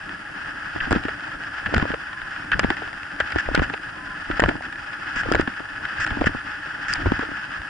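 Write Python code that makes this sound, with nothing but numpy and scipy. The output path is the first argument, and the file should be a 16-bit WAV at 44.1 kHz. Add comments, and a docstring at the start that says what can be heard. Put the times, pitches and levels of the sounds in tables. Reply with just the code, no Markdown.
"""Gravel crunches under a fast kick scooter, heard from a small camera in a closed case strapped to the rider.
Random clicks for the stones ring the hollow resonances of the case; the foot's scuffs are gated bursts of such clicks.
Around each kick the case thumps (damped swings), clacks on its mount (noise ringing its shell) and sways
(low noise through chest resonances), and the frame rumbles. Two faint wavering calls lie far off, under mild hiss."""
import sys
import numpy as np
from scipy import signal
from scipy.io import wavfile

SR = 44100
rng = np.random.default_rng(int(sys.argv[2]) if len(sys.argv) > 2 else 0)


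def inscribe(sig):
    """Save sig as 16-bit PCM at rate SR to the path in sys.argv[1].

    A 1-D sig is mono; a 2-D sig holds one channel per row.
    Samples are clipped to [-1, 1] before scaling.
    """
    pcm = np.round(np.clip(np.atleast_2d(sig).T, -1, 1) * 32767)
    wavfile.write(sys.argv[1], SR, pcm.astype(np.int16))


N = 339129

# Air resonances in the case. Each row: pitch in Hz, width in Hz, relative gain in dB of the part
# alike in both microphones, relative gain in dB of the opposed part.
CASE_MODES = [(612, 150, -17.5, -25), (821, 60, -6.5, -10), (1293, 258, -1, -5.5), (1452, 185, 4.5, -17.5),
              (1704, 153, 4.5, -10), (2030, 270, -25, -12.5), (2490, 130, -16, -9.5),
              (3090, 800, -18, -17.5), (4060, 1700, -52, -25), (4833, 320, -21.5, -25.5),
              (5415, 220, -22, -36.5), (7840, 1200, -40.5, -53)]


def from_db(db):
    """Gain of a level in dB."""
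    return 10 ** (np.asarray(db) / 20)


def rms_one(x):
    """Scaled to rms 1."""
    return x / np.sqrt(np.mean(x ** 2) + 1e-20)


def peak_one(x):
    """Scaled so that the mean of the channels peaks at 1."""
    return x / np.abs(x.mean(axis=0)).max()


def in_time(rows):
    """Each column of a curve, interpolated to every sample."""
    s, *columns = np.transpose(rows)
    return [np.interp(np.arange(N) / SR, s, c) for c in columns]


def drift(rate_hz):
    """Slow random curve of spread near 1: straight lines between 2 * rate_hz random knots per second."""
    knots = rng.standard_normal(int(N / SR * rate_hz * 2) + 2)
    curve = np.interp(np.arange(N), np.linspace(0, N, len(knots)), knots)
    return curve * np.sqrt(1.5)     # interpolation narrows the spread


def band(x, low_hz, high_hz):
    """Butterworth band-pass."""
    return signal.sosfilt(signal.butter(2, [low_hz, high_hz], "band", fs=SR, output="sos"), x)


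def resonate(mid_side, modes):
    """Parallel resonances with alternating signs; the alike and opposed parts give left and right."""
    out = np.zeros_like(mid_side)
    for k, (hz, width_hz, mid_db, side_db) in enumerate(modes):
        radius = np.exp(-np.pi * width_hz / SR)
        b = (1 - radius ** 2) / 2 * np.array([1, 0, -1])
        a = [1, -2 * radius * np.cos(2 * np.pi * hz / SR), radius ** 2]
        ringing = signal.lfilter(b, a, mid_side + 1e-18)
        out += (-1) ** k * from_db([[mid_db], [side_db]]) * ringing
    mid, side = out
    return np.array([mid + side, mid - side])


def grains(per_s, spread_db):
    """Random clicks of uneven size, two unrelated streams; rms 1."""
    sizes = from_db(spread_db * np.minimum(rng.exponential(1, (2, N)), 5))
    signs = rng.choice([-1, 1], (2, N))
    return rms_one(sizes * signs * (rng.random((2, N)) < per_s / SR))


def panned(x, pan_db):
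    """Left and right of a sound, left louder by pan_db."""
    return x * from_db(np.clip(pan_db, -9, 9) * np.array([[.5], [-.5]]))


def add(out, s, x):
    """Mixes x in at s seconds."""
    i = max(round(s * SR), 0)
    out[:, i:i + x.shape[1]] += x[:, :N - i]


def muffled(x):
    """The wall of the case as a low-pass."""
    wall_hz = 8260
    return signal.sosfilt(signal.butter(4, wall_hz, fs=SR, output="sos"), x)


def swell(half_width_s):
    """Power that rises and falls around each push of the foot; half_width_s reaches 1/e."""
    # Each row: time in seconds, force in dB.
    kicks = [(.94, -0.5), (1.8, 4), (2.66, 1), (3.58, 2.5), (4.46, 0.5), (5.33, 1), (6.18, 0), (7.08, 1.5)]
    t = np.arange(N) / SR
    return sum(from_db(2 * force_db) * np.exp(-((t - s) / half_width_s) ** 2) for s, force_db in kicks)


def loaded(rest_db, kick_db, half_width_s):
    """Level in dB of the part between kicks plus the power that kicks add."""
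    power = from_db(2 * rest_db) + from_db(2 * kick_db) * swell(half_width_s)
    return 10 * np.log10(power)


def shaking(level_db, modes, lumpy_db, soft_hz):
    """Random bumps shake a body at its modes; soft contact weakens them above soft_hz."""
    bumps = rng.standard_normal((2, N)) * from_db(lumpy_db * drift(20))
    return from_db(level_db) * rms_one(resonate(band(bumps, 7.4, soft_hz), modes))


def call():
    """A faint far call, perhaps a bird: a wavering sine that sags in pitch, fading in and out."""
    # Each row: start in seconds, length in seconds, initial pitch in Hz before waver, level in dB before flutter.
    far_calls = [(2.08, 0.21, 1030, -47), (3.927, 0.24, 1028, -45)]
    edge_s, sag_hz_per_s, flutter_db = 0.028, 58, 3
    t, out, waver = np.arange(N) / SR, 0, 1 + 0.0074 * drift(40)
    for s, length_s, hz, level_db in far_calls:
        envelope = np.clip(np.minimum(t - s, s + length_s - t) / edge_s, 0, 1) ** 2
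        pitch_hz = (hz - sag_hz_per_s * np.clip(t - s, 0, length_s)) * waver
        tone = np.sqrt(2) * np.sin(2 * np.pi * np.cumsum(pitch_hz) / SR)
        out = out + from_db(level_db + flutter_db * drift(15)) * envelope * tone
    return out


def sway():
    """Level of the body's sway in dB: a low wandering rest, and a steep rise and fall at each lurch."""
    # Lurches against the harness. Each row: time in seconds, peak level in dB.
    lurches = [(.64, -47), (.77, -35), (.83, -26.5), (.92, -20.5), (.96, -22.5), (1.07, -32), (1.68, -31),
               (1.77, -22), (1.82, -30), (1.93, -34), (2.23, -39), (2.55, -26.5), (2.65, -25), (2.69, -26),
               (2.87, -45), (3.23, -35), (3.36, -30.5), (3.49, -25), (3.55, -29), (3.6, -18), (4.32, -26),
               (4.45, -20), (4.56, -36), (5.18, -34), (5.28, -25), (5.35, -20), (5.41, -28), (6.0, -31),
               (6.12, -27), (6.21, -23), (6.27, -22.5), (6.36, -37), (6.9, -38), (6.985, -27), (7.07, -18),
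               (7.14, -29), (7.32, -41), (7.6, -38)]
    rest_db, wander_db, rise_db_per_s, fall_db_per_s = -61, 5, 500, 400
    t = np.arange(N) / SR
    level_db = rest_db + wander_db * drift(7.4)
    for s, peak_db in lurches:
        drop_db = np.maximum(rise_db_per_s * (s - t), fall_db_per_s * (t - s))
        level_db = np.maximum(level_db, peak_db - drop_db)
    return level_db


def chest():
    """Chest and harness resonate at low pitches as the body sways."""
    # Each row: pitch in Hz, width in Hz, relative gain in dB alike, relative gain in dB opposed.
    chest_modes = [(31, 20, 3, -8), (76.3, 24, 4.5, -4), (104.5, 44, 0.5, -3.5)]
    return shaking(sway(), chest_modes, lumpy_db=1.5, soft_hz=134)


def frame():
    """Frame and strap resonate with the rolling, more strongly around kicks."""
    # Each row: pitch in Hz, width in Hz, relative gain in dB alike, relative gain in dB opposed.
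    frame_modes = [(28, 35, -3.5, -30), (111.6, 76, -1, -37), (183, 61, -1, -17.5), (296, 46, 0.5, -9),
                   (457, 206, -11, -6.5), (626, 410, -10, -10.5)]
    level_db = loaded(rest_db=-44, kick_db=-36.5, half_width_s=0.11)
    return shaking(level_db, frame_modes, lumpy_db=2.5, soft_hz=970)


def thumps():
    """A blow through the strap is a damped swing with an overtone, its phase unlike in the two microphones."""
    # Each row: time in seconds, relative level in dB, pitch in Hz.
    blows = [(.76, -24, 313), (0.8724, -30.5, 263), (.9092, -16, 252), (0.919, -5, 480), (0.9295, -13, 304),
             (0.9498, -21, 478), (0.9604, -10.5, 242), (.9683, -20, 295), (1.0526, -20, 290),
             (1.083, -27, 440), (1.0872, -25, 630), (1.6654, -27.5, 202), (1.69, -32, 513),
             (1.7253, -24.5, 276), (1.7403, -4, 520), (1.7607, -15, 231), (1.768, -19, 238),
             (1.779, -20, 406), (1.7974, -24, 585), (1.826, -14, 226), (1.8336, -26, 314),
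             (1.8539, -18, 536), (1.9036, -22, 258), (1.938, -20, 450), (1.9448, -21.5, 530),
             (2.554, -28.5, 184), (2.5938, -11, 594), (2.6115, -29, 181), (2.6338, -21.5, 320),
             (2.6454, -7.5, 227), (2.7054, -16.5, 318), (2.714, -28, 353), (2.82, -25, 715),
             (2.823, -31.5, 433), (3.2038, -13, 625), (3.3597, -11.5, 333), (3.4883, -11.5, 583),
             (3.514, -24, 276), (3.5473, -10, 557), (3.5758, -11, 252), (3.585, -18.5, 147),
             (3.596, -16, 455), (3.6189, -15, 263), (3.7013, -27.5, 286), (3.737, -25.5, 430),
             (3.743, -19.5, 800), (4.301, -19, 316), (4.3963, -0.5, 527), (4.4203, -14.5, 292),
             (4.4301, -12, 563), (4.4377, -0.5, 633), (4.445, -24, 161), (4.4602, -18, 606),
             (4.4803, -23, 348), (4.4855, -13.5, 282), (4.494, -19, 324), (4.512, -23, 637),
             (4.5537, -26.5, 283), (4.608, -24.5, 740), (5.164, -29, 253), (5.255, -31, 500),
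             (5.26, -24.5, 484), (5.2869, -22, 310), (5.3161, -5, 393), (5.3241, -23, 298),
             (5.337, -27, 305), (5.3479, -1.5, 640), (5.354, -16, 375), (5.3632, -21, 522),
             (5.3966, -7, 327), (5.4775, -20, 252), (5.603, -30.5, 304), (6.1101, -27, 223),
             (6.1257, -32, 190), (6.1704, -22.5, 281), (6.2121, -20, 415), (6.2148, -13.5, 290),
             (6.219, -8, 594), (6.242, -19, 536), (6.2695, -9, 218), (6.2927, -28, 309), (6.3483, -24, 257),
             (7.0176, -29, 264), (7.0584, -17.5, 315), (7.0678, -14, 330), (7.12, -7.5, 272),
             (7.1929, -21.5, 270), (7.226, -27, 500), (7.2334, -23, 440), (7.289, -30.5, 282),
             (7.316, -31, 293)]
    # Soft blows ring for more cycles, as do those near the strap's own pitch.
    hard_cycles, cycles_per_db, pan_spread_db = 1.45, .35, 1.5
    strap_hz, strap_width_hz, strap_cycles = 310, 47, 2.5
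    out, t = np.zeros((2, N)), np.arange(4500) / SR
    for s, level_db, hz in blows:
        cycles = hard_cycles - cycles_per_db * level_db
        cycles += strap_cycles * np.exp(-((hz - strap_hz) / strap_width_hz) ** 2)
        t60_s = max(cycles / hz, .005)
        pan_db = pan_spread_db * rng.standard_normal()
        phase = rng.choice([0, np.pi]) + rng.normal(1.34, 0.4) * np.array([[.5], [-.5]])
        envelope = from_db(-60 * t / t60_s) * (1 - np.exp(-t / 0.0002))
        # Overtone and clatter get the envelope twice, so they die sooner.
        overtone = 0.41 * np.sin(2 * np.pi * 2.29 * hz * t + 3 * phase) * envelope
        buckles = .5 * envelope * rms_one(band(rng.standard_normal((2, len(t))), 596, 1190))
        swing = np.sin(2 * np.pi * hz * t + phase) + overtone + buckles
        add(out, s, panned(swing * envelope, pan_db) * from_db(level_db + 6.0))
    return out


def ticks():
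    """Small clacks at random moments, uneven in level, treble and length; rows as in clacks()."""
    per_s, level_db, treble_db, length_ms = 4, -26.5, -25.5, 2.4
    when, loud, bright, long = rng.random((int(per_s * N / SR), 4)).T
    return np.transpose([when * N / SR, level_db + 6 * (loud - .5),
                         treble_db + 8 * (bright - .5), length_ms * (.5 + long)])


def clacks():
    """The case hits its mount: dying chatter rings the shell; its first instant carries the overtones."""
    # Each row: time in seconds, relative level in dB, relative treble in dB, nominal length in ms.
    hits = [(.0922, -22.5, -36, 2.5), (.9078, -18, -16, 7.7), (.9162, -22, -16, 9.8), (.9261, -7, -22, 3),
            (.9506, -17, -37, 8.6), (.962, -20, -29, 5.3), (1.0518, -21, -26, 5.2), (1.0826, -16, -33, 3.1),
            (1.0907, -18, -37, 2.8), (1.658, -14, -38, 12), (1.6663, -18, -31, 5.8), (1.74, -14, -31, 3.6),
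            (1.7439, -9, -16, 3.3), (1.7634, -14, -21, 7.1), (1.7797, -9.5, -26, 2.4),
            (1.7973, -14.5, -34, 3.3), (1.8158, -17.5, -37, 9.1), (1.8226, -25, -33, 3.5),
            (1.916, -15.5, -34, 3.6), (1.9408, -15, -39, 2.2), (2.1288, -22.5, -33, 6.1),
            (2.2161, -20, -32, 3.1), (2.361, -20, -37, 4.5), (2.5162, -7.5, -47, 7.6),
            (2.5931, -7.5, -16.5, 7), (2.63, -17, -35, 12), (2.6389, -14, -38, 4.7),
            (2.7023, -6.5, -25, 4.3), (2.7675, -22, -23, 4.4), (3.201, -9, -23.5, 9.5),
            (3.2061, -14, -33, 2.9), (3.303, -19, -26, 11), (3.3196, -17.5, -17.5, 8.7),
            (3.357, -23, -33, 21), (3.3854, -15, -17, 2.2), (3.459, -23, -33, 6.8), (3.546, -11, -25, 1.8),
            (3.55, -7, -17, 4.6), (3.557, -18, -27, 20), (3.5763, -13.5, -28, 2.8), (3.5923, -13, -32, 4.9),
            (3.6182, -25, -29, 3.5), (3.6251, -20.5, -28, 7.7), (3.6312, -24, -21, 13),
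            (3.6974, -18, -33, 7), (3.7374, -18, -38, 5), (4.3104, -15.5, -36, 10), (4.3957, -10, -32, 2.2),
            (4.4006, -8, -18.5, 4.1), (4.4205, -12, -34, 6.6), (4.4378, -4.5, -44, 3.4),
            (4.459, -12, -31, 3.4), (4.485, -19, -21, 2.7), (4.4887, -9.5, -27, 5.5),
            (4.6228, -22, -27, 2.4), (4.7247, -20.5, -26, 6.3), (4.756, -25, -29, 4.5),
            (5.2326, -17.5, -33, 5), (5.3155, -31, -20, 2.5), (5.3202, -10.5, -15.5, 5.3),
            (5.3354, -15, -22, 5.4), (5.3516, -6, -25, 3.4), (5.362, -23, -31, 2.1),
            (5.3965, -17.5, -27, 18), (5.4093, -17, -17, 8.2), (5.4735, -14, -42, 8.1),
            (5.7603, -23, -28, 2.7), (5.8518, -18.5, -31, 4.1), (6.0644, -13, -25, 4.6),
            (6.0736, -19.5, -21, 4), (6.1047, -20, -28, 6.7), (6.155, -32, -12, 4), (6.21, -19, -26, 4.4),
            (6.2405, -19, -32, 3.8), (6.2665, -17, -32, 11), (6.2778, -21, -27, 4.4),
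            (6.929, -14.5, -20, 3), (6.9359, -21.5, 6.5, 4.9), (6.9542, -17.5, -26, 9.7),
            (6.961, -26, -23, 4.6), (7.0597, -18.5, -34, 5.3), (7.1173, -18, -35, 7.6),
            (7.1898, -20, -25, 6.6), (7.228, -21, -30, 7.5)]
    # Plastic shell, then its bright overtones. Each row: pitch in Hz, width in Hz,
    # relative gain in dB alike, relative gain in dB opposed.
    shell_modes = [(796, 187, -9.5, -13), (1383, 210, 0, -14.5), (1740, 330, -0.5, -14),
                   (2724, 400, -10, -12.5), (3084, 510, -12.5, -14)]
    overtone_modes = [(4950, 204, 7.5, 5), (7280, 780, -5, -6), (9300, 1200, -12, -13)]
    out, t = np.zeros((2, N)), np.arange(1400) / SR
    for s, level_db, treble_db, length_ms in [*hits, *ticks()]:
        length_ms = max(length_ms, .5)
        chatter = rng.standard_normal((2, len(t))) * np.exp(-t / (length_ms / 1600))
        chatter *= 1 - np.exp(-t / (length_ms / 16000))     # long ones swell in
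        low = peak_one(band(resonate(chatter, shell_modes), 320, 3400))
        first_instant = chatter * np.exp(-t / 0.002)
        top = peak_one(band(resonate(first_instant, overtone_modes), 3200, 9600))
        add(out, s, from_db(level_db + 1.0) * (low + from_db(treble_db + 3.0) * top))
    return out


def scuffs():
    """The sole ploughs loose stones, catching and slipping; fine grit hisses on top."""
    # Each row: start in seconds, length in seconds, relative level in dB, slips per second,
    # slip depth from 0 to 1, grit against body in dB.
    drags = [(0.803, 0.0087, -15, 72, 0.6, -20), (2.524, 0.019, -13, 170, 0.64, -15),
             (3.382, 0.027, -18, 83, 0.4, 4), (3.464, 0.0096, -31, 56, 0.4, -15),
             (3.623, 0.023, -21, 140, .4, 4), (5.157, 0.06, -21, 170, 0.32, 7),
             (6, 0.0503, -19, 190, 0.3, 8.5), (6.258, 0.02, -14.5, 100, 0.07, 4),
             (6.882, 0.048, -18.5, 136, 0.64, 8.5)]
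    body, grit = np.zeros(N), np.zeros(N)
    t = np.arange(N) / SR
    for s, length_s, level_db, slips_per_s, depth, treble_db in drags:
        slipping = 1 - np.clip(depth, 0, 1) * ((t - s) * slips_per_s % 1)     # each starts sharply and fades
        edges = np.clip(np.minimum(t - s, s + length_s - t) / 0.0014 + .5, 0, 1)
        envelope = from_db(level_db) * slipping * edges
        body += envelope
        grit += envelope * from_db(treble_db)
    stones = grains(per_s=6100, spread_db=0.5) * from_db(1.1 * drift(90))
    ploughed = body * band(stones, 1370, 3540) + grit * band(stones, 5860, 12200)
    return from_db(12.5) * resonate(ploughed, CASE_MODES)


def gravel():
    """Stones shift and snap under the tyres in clumps, harder as a kick loads them, and ring the case."""
    # Crunch between kicks. Each row: time in seconds, relative level in dB.
    rolling = [(0, -33), (.75, -30), (1.6, -31.5), (2.3, -32), (3.0, -32.5), (3.3, -29), (3.9, -33),
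               (4.2, -30.5), (4.8, -32), (5.2, -27.5), (5.6, -32), (6.04, -27), (6.43, -31.5), (6.7, -29),
               (7.69, -29.5)]
    crunch_db = loaded(in_time(rolling)[0], kick_db=-35, half_width_s=0.18)
    clumps_db = 1.74 * drift(25) + 0.78 * drift(10)
    stones = grains(per_s=5000, spread_db=2.0) * from_db(clumps_db)
    return from_db(crunch_db - 1.42) * rms_one(resonate(stones, CASE_MODES))


def scene():
    """Far call, body, frame, mount, foot and tyres, leaning slightly left."""
    air = muffled(muffled(gravel() + scuffs())) + call()
    everything = air + clacks() + muffled(thumps()) + frame() + chest()
    return panned(everything, 1.0)


def record(dry):
    """Peaks are rounded; microphone hiss, partly shared by the channels; the top is cut."""
    hiss_gain_db, hiss_side_db, cutoff_hz = -58, -5, 11000     # side gain is relative to the shared part
    hiss = band(rng.standard_normal((2, N)), 2400, 12500)
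    mid, side = hiss * from_db([[hiss_gain_db], [hiss_gain_db + hiss_side_db]])
    wet = .9 * np.tanh(dry / .9) + np.array([mid + side, mid - side])
    return signal.sosfilt(signal.ellip(10, .3, 50, cutoff_hz, fs=SR, output="sos"), wet)


dry = scene()
out = record(dry)
inscribe(out)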